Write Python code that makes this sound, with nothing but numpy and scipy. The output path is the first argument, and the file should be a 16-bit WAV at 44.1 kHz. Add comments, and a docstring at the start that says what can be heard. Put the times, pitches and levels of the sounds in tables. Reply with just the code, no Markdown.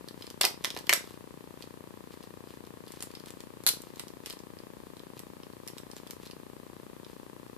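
"""The metal links of a watch bracelet knock and tick as it is turned in the fingers above a wooden desk.
Each contact is a hard crack, a chatter of loose pins and a short, finger-damped ring.
The fold-over clasp snaps open with a rattle of thin leaves, and skin rubs along the band in tiny slips.
All this sounds in a small room, over low noise, hiss and a thin electrical buzz on the left."""
import sys
import numpy as np
from scipy import signal
from scipy.fft import rfft, irfft
from scipy.io import wavfile

SR = 44100
rng = np.random.default_rng(int(sys.argv[2]) if len(sys.argv) > 2 else 0)


def to_wav(s):
    """Save 16-bit WAV."""
    ch = np.atleast_2d(s).T  # columns
    pcm = np.round(np.clip(ch, -1, 1) * 32767)  # PCM
    wavfile.write(sys.argv[1], SR, pcm.astype(np.int16))


N = 334249


def from_db(db):
    """Decibels to amplitude."""
    return 10 ** (np.asarray(db) / 20)


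def rms_one(x):
    """Scales a sound to unit rms."""
    return x / np.sqrt(np.mean(x ** 2) + 1e-20)


def butter(x, hz, kind, order=2):
    """Causal Butterworth filter."""
    sections = signal.butter(order, np.clip(hz, 10, .45 * SR), kind, fs=SR, output="sos")
    return signal.sosfilt(sections, x)


def at_hz(points, hz, column=1):
    """One column of a table, read on a log-frequency axis."""
    points = np.array(points)
    return np.interp(np.log(np.maximum(hz, 1)), np.log(points[:, 0]), points[:, column])


def add(out, s, sound):
    """Mixes a sound in at time s."""
    start = int(np.clip(round(s * SR), 0, N - 1))
    out[start:start + len(sound)] += sound[:N - start]


def stereo(mid, side, correlation):
    """Two noises become left and right; more correlation narrows the image."""
    return np.sqrt(1 + correlation) * mid + np.sqrt(1 - correlation) * side * [[1], [-1]]


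# EQ and width of the noise bed: f/Hz, relative level/dB, left-right correlation
ROOM_TONE_EQ = [(25, -16, 0), (59.5, 0, 0), (118, 4.5, 0.012), (198, 3, 0), (357, -2, 0.43),
                (620, -6.5, 0.4), (860, -7.5, 0.16), (1050, -6, 0.1), (1330, -11, 0.2), (2610, -15, 0),
                (4460, -16, 0), (5600, -20.5, 0), (9400, -17.5, 0), (14800, -18.5, 0)]
def room_tone(level_db):
    """A wide, steady bed of low room noise and microphone hiss."""
    hz = np.fft.rfftfreq(N, 1 / SR)
    mid, side = rfft(rng.standard_normal((2, N)))
    spectrum = stereo(mid, side, at_hz(ROOM_TONE_EQ, hz, column=2)) * from_db(at_hz(ROOM_TONE_EQ, hz))
    return from_db(level_db) * rms_one(irfft(spectrum, N))


def buzz(rate_hz, gain_db, right_bleed):
    """A square electrical pulse leaks into the left input and is rounded by its filters."""
    start_s, width_s, allpass_hz = .0095, .0014, 95
    since_pulse = (np.arange(N) / SR - start_s) % (1 / rate_hz)
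    pulse = np.clip((width_s - since_pulse) * SR, 0, 1)
    pulse = butter(pulse, [257, 1177], "band", order=1)
    pulse = butter(pulse, 89, "high")
    pole = np.exp(-2 * np.pi * allpass_hz / SR)
    pulse = signal.lfilter([pole, -1], [1, -pole], pulse)   # the lows trail the edge
    return from_db(gain_db) * butter(pulse, 6200, "low", order=1) * np.array([[1], [-right_bleed]])


# early reflections off desk and hands: t/s, level/dB
REFLECTIONS = [(.0029, -12), (.0052, -12.5), (.0084, -16)]
# reverb tail: f/Hz, t60/s, level/dB against the direct sound
REVERB_TAIL = [(300, 0.28, -5.5), (790, 0.31, -7.5), (2030, 0.23, -5), (4400, 0.26, -7.5), (7500, .22, -6),
               (14000, 0.19, -8)]
def small_room(x, correlation):
    """Direct sound, early reflections and a diffuse tail that builds and dies band by band."""
    length, build_s = int(.4 * SR), .005
    t, response = np.arange(length) / SR, np.zeros((2, length))
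    response[:, 0] = 1
    for s, db in REFLECTIONS:
        for channel in response:
            channel[int(abs(s + rng.normal(0, .00006)) * SR)] += from_db(db)
    edges_hz = np.geomspace(150, 16000, 11)
    for low, high in zip(edges_hz, edges_hz[1:]):
        centre = np.sqrt(low * high)
        mid, side = butter(rng.standard_normal((2, length)), [low, high], "band", order=3)
        envelope = (1 - np.exp(-t / build_s)) * from_db(-60 * t / at_hz(REVERB_TAIL, centre))
        tail = stereo(mid, side, correlation) * envelope / np.sqrt(2 * np.sum(envelope ** 2))
        response += from_db(at_hz(REVERB_TAIL, centre, column=2)) * tail
    return signal.fftconvolve(x, response, axes=1)[:, :N]


# finger strokes along the band: centre t/s, half length/s, level/dB
FINGER_STROKES = [(.23, 0.04, -57), (1.085, .05, -57.5), (1.625, .03, -60), (2.13, 0.013, -57.5),
                  (2.243, 0.012, -55.5), (2.51, 0.036, -57.5), (2.94, 0.052, -57.5), (3.15, .07, -63.5),
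                  (3.283, 0.0081, -48), (3.87, .06, -62), (4.29, 0.027, -50.5), (5.176, .01, -59),
                  (5.974, 0.0076, -48.5), (6.25, 0.025, -54), (7.11, 0.027, -64)]
def finger_pressure():
    """The rubbing envelope: a restless grip, strokes, and a short slide as the links catch at a tick."""
    grip_db, swing_db, shifts_per_s = -74, 3, 8
    slide_lead_s, slide_half_s, slide_vs_tick_db = .0021, .018, -18.5
    t = np.arange(N) / SR
    wander = np.interp(t * shifts_per_s, np.arange(200), rng.standard_normal(200))
    power = from_db(grip_db + swing_db * wander) ** 2
    slides = [(s - slide_lead_s, slide_half_s, db + slide_vs_tick_db) for s, db, _ in LINK_TICKS]
    for s, half_s, db in FINGER_STROKES + slides:
        power += from_db(db) ** 2 * np.exp(-np.minimum(((t - s) / half_s) ** 2, 50))
    return np.sqrt(power)


# EQ of skin on metal: f/Hz, relative level/dB
RUB_EQ = [(300, -3.5), (1200, -4.5), (2300, -0.5), (4300, 2), (6200, -5.5), (10000, -6), (15000, -8)]
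def rubbing(slips_per_s, spread_db, hiss):
    """Skin drags over the links: a grain of tiny slips over soft hiss, swelling with each stroke."""
    sizes = from_db(spread_db * np.minimum(rng.exponential(1, N), 4)) * rng.choice([-1, 1], N)
    slips = rms_one(sizes * (rng.random(N) < slips_per_s / SR))
    pressure = finger_pressure()
    friction = slips + hiss * rng.standard_normal(N)
    eq = from_db(at_hz(RUB_EQ, np.fft.rfftfreq(N, 1 / SR)))
    return pressure * rms_one(irfft(rfft(friction) * eq, N))


# pan path of the hand-held watch: t/s, left over right level/dB, left delay/s
PAN_PATH = [(.4, -0.5, 0.000021), (.95, -2, 0.0000087), (3.0, 0, 0.000026), (3.7, -0.8, .00007),
            (6.3, -3, .00004)]
def add_panned(out, s, hit):
    """Places a stereo hit where the watch is held at time s."""
    times, balance_db, delay_s = np.transpose(PAN_PATH)
    pan = from_db(np.interp(s, times, balance_db) / 2)
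    add(out[0], s + np.interp(s, times, delay_s), hit[0] * pan)
    add(out[1], s, hit[1] / pan)


# the thud, clack, clink and tick bands: low f/Hz, high f/Hz
HIT_BANDS = [(360, 1210), (1380, 2430), (2850, 5240), (5900, 13800)]
def metal_hits(cues, modes, crack_t60, chatter_db, chatter_t60, ring_db, detune, width, scoop):
    """Metal on metal: a crack, a chatter of loose pins and damped modes; cues set each band's attack."""
    length, attack = int(.08 * SR), int(.003 * SR)
    t, out = np.arange(length) / SR, np.zeros((2, N))
    hz, mode_db, t60 = np.transpose(modes)
    decays = from_db(mode_db[:, None] - 60 * t / t60[:, None])
    burst = from_db(-60 * t / crack_t60) + from_db(chatter_db - 60 * t / chatter_t60)
    for s, *levels_db in cues:
        # grip and contact point shift the modes and favour other ones each time
        pitches = hz * (1 + detune * rng.standard_normal(len(hz)))
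        strengths = rng.choice([-1, 1], len(hz)) * (1 + width * rng.normal(0, 0.94, (2, len(hz))))
        ring = strengths @ (decays * np.sin(2 * np.pi * pitches[:, None] * t))
        # the small parts radiate differently to each side, and little between the mode clusters
        crack = burst * (rng.standard_normal(length) + width * rng.standard_normal((2, length)))
        crack -= scoop * butter(crack, [5800, 9000], "band", order=1)
        full_range, hit = crack + from_db(ring_db) * ring, 0
        for edges_hz, level_db in zip(HIT_BANDS, levels_db):
            band = butter(full_range, edges_hz, "band", order=3)
            attack_rms = np.sqrt(np.mean(band[:, :attack] ** 2))
            hit = hit + from_db(level_db) * band / attack_rms
        add_panned(out, s, hit)
    return out


# bright ring of the clasp leaves: f/Hz, level/dB, t60/s
LEAF_RING = [(3402, -4, .022), (3750, -2, .018), (4081, 0, .03), (4400, -1, .022), (4710, -5, .022),
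             (7494, -9, .016), (8000, -7, .018), (10150, -3, .016), (10470, -1, .025), (11200, 0, .028),
             (11600, -3, .016), (12150, -2, .016), (14300, -6, .014)]
# the snap and its rattle: t/s, then level/dB of thud, clack, clink and tick
CLASP_CUES = [(3.6653, -34, -29, -19, -19), (3.6721, -48, -36.5, -25, -20.5), (3.6754, -52, -47, -36, -20),
              (3.6813, -43, -38, -26, -27), (3.6872, -47, -40, -25, -22), (3.6899, -39.5, -40, -23, -20)]
def clasp():
    """The thin leaves of the clasp spring free and rattle."""
    return metal_hits(CLASP_CUES, LEAF_RING, crack_t60=.0047, chatter_db=-39, chatter_t60=.019,
                      ring_db=-15, detune=.018, width=1.0, scoop=.16)


def stray_ticks(count, per_s, level_db, brightness_db, scatter_db):
    """Handling sets off faint ticks at random: rows of t/s, level/dB, brightness/dB."""
    chance = rng.standard_normal((count, 4))
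    times = np.cumsum(np.mean(chance[:, :2] ** 2, axis=1)) / per_s   # exponential gaps
    voicing_db = [level_db, brightness_db] + scatter_db * chance[:, 2:]
    return np.column_stack([times, voicing_db])[times < N / SR]


def tick_cue(s, level_db, brightness_db):
    """Voices a light tick in four bands; it hardly moves the case, so thud and clack stay low."""
    thud_db, clack_db = level_db - 13.5, level_db - 10
    return s, thud_db, clack_db, level_db - brightness_db / 2, level_db + brightness_db / 2


# ring of the band and case: f/Hz, level/dB, t60/s
BRACELET_RING = [(520, -7, .016), (690, -4, .016), (950, -9, .014), (1680, -1, .02), (1850, 1, .024),
                 (1965, 1, .024), (2132, 0, .022), (2460, -3, .022), (3128, -6, .016), (3750, -2, .014),
                 (4350, -2, .014), (4872, -2, .016), (5330, -1, .02), (7000, -7, .012), (7880, -5, .022),
                 (9800, -3, .018), (12600, -4, .014)]
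# single links tick as the band bends: t/s, level/dB, brightness/dB (tick band over clink band)
LINK_TICKS = [(0.0857, -43, -5), (0.2223, -45.5, -10), (0.268, -46.5, -4), (.3022, -44.5, 0),
              (0.6408, -39, 2), (.7039, -36.5, -9), (0.749, -48, -3), (0.7738, -41, -3), (0.7889, -41.5, 0),
              (.8693, -43.5, -3), (1.6233, -47, -8), (2.228, -56, -8), (2.6665, -56.5, 0), (2.88, -50.5, 1),
              (2.9201, -48.5, 10), (3.0062, -44, 2), (3.0246, -37, 8.5), (3.0314, -45.5, 9),
              (3.1513, -45, -8.5), (3.199, -51, -1), (3.2593, -48, 4), (3.305, -47, 5), (3.4049, -46, 2),
              (3.637, -49.5, 5), (3.819, -53, 20), (3.959, -51, 2), (3.9958, -36, 3), (4.0825, -48.5, 2),
              (4.26, -38, 2), (4.2995, -41, 3), (4.3063, -44, -14), (4.327, -45.5, 3), (4.3902, -51.5, -1),
              (4.5883, -52, -7), (4.9946, -54.5, -9), (5.1928, -44.5, 7.5), (5.676, -41.5, 9),
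              (5.6828, -43.5, 2), (5.7823, -43.5, 2.5), (5.9143, -46.5, 0), (5.9656, -48, 5),
              (6.0721, -48.5, 0), (6.1083, -40.5, 5.5), (6.2724, -53, -12), (6.311, -47.5, -6)]
# hard knocks of case and band: t/s, then level/dB of thud, clack, clink and tick
KNOCK_CUES = [(.4109, -29.5, -32.5, -31, -21.5), (.4132, -33, -31.5, -19, -22.5),
              (.4335, -42, -33, -23, -33), (.4403, -25, -29.5, -26, -39), (.4452, -41, -32.5, -31, -37),
              (.4512, -27, -30, -20, -20), (.646, -32.5, -28, -25, -31.5), (.6539, -50, -49, -31, -32.5),
              (.7651, -34, -39, -38.5, -46), (.8937, -26.5, -17, -19.5, -24), (.8966, -54, -24, -43, -28),
              (.9277, -26, -18.5, -21.5, -24), (.9355, -45, -41, -23.5, -17.5)]
def links():
    """The links knock and tick, hard and short, damped by the fingers that hold them."""
    strays = stray_ticks(count=60, per_s=2.0, level_db=-61, brightness_db=-4, scatter_db=4)
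    cues = KNOCK_CUES + [tick_cue(*row) for row in [*LINK_TICKS, *strays]]
    return metal_hits(cues, BRACELET_RING, crack_t60=.0046, chatter_db=-21, chatter_t60=.056,
                      ring_db=-18.5, detune=.022, width=.8, scoop=.033)


def scene():
    """Links, clasp and fingers share the room, over a bed of room tone and buzz."""
    bed = room_tone(level_db=-53.5) + buzz(rate_hz=30.0472, gain_db=-27.5, right_bleed=.076)
    fingers = rubbing(slips_per_s=2600, spread_db=6.0, hiss=.32)
    return bed + small_room(fingers + clasp() + links(), correlation=.21)


def record(dry):
    """A steep high cut takes the air off the mix."""
    cutoff_hz = 14500
    return signal.sosfilt(signal.ellip(10, .2, 70, cutoff_hz, fs=SR, output="sos"), dry)


dry = scene()
out = record(dry)
to_wav(out)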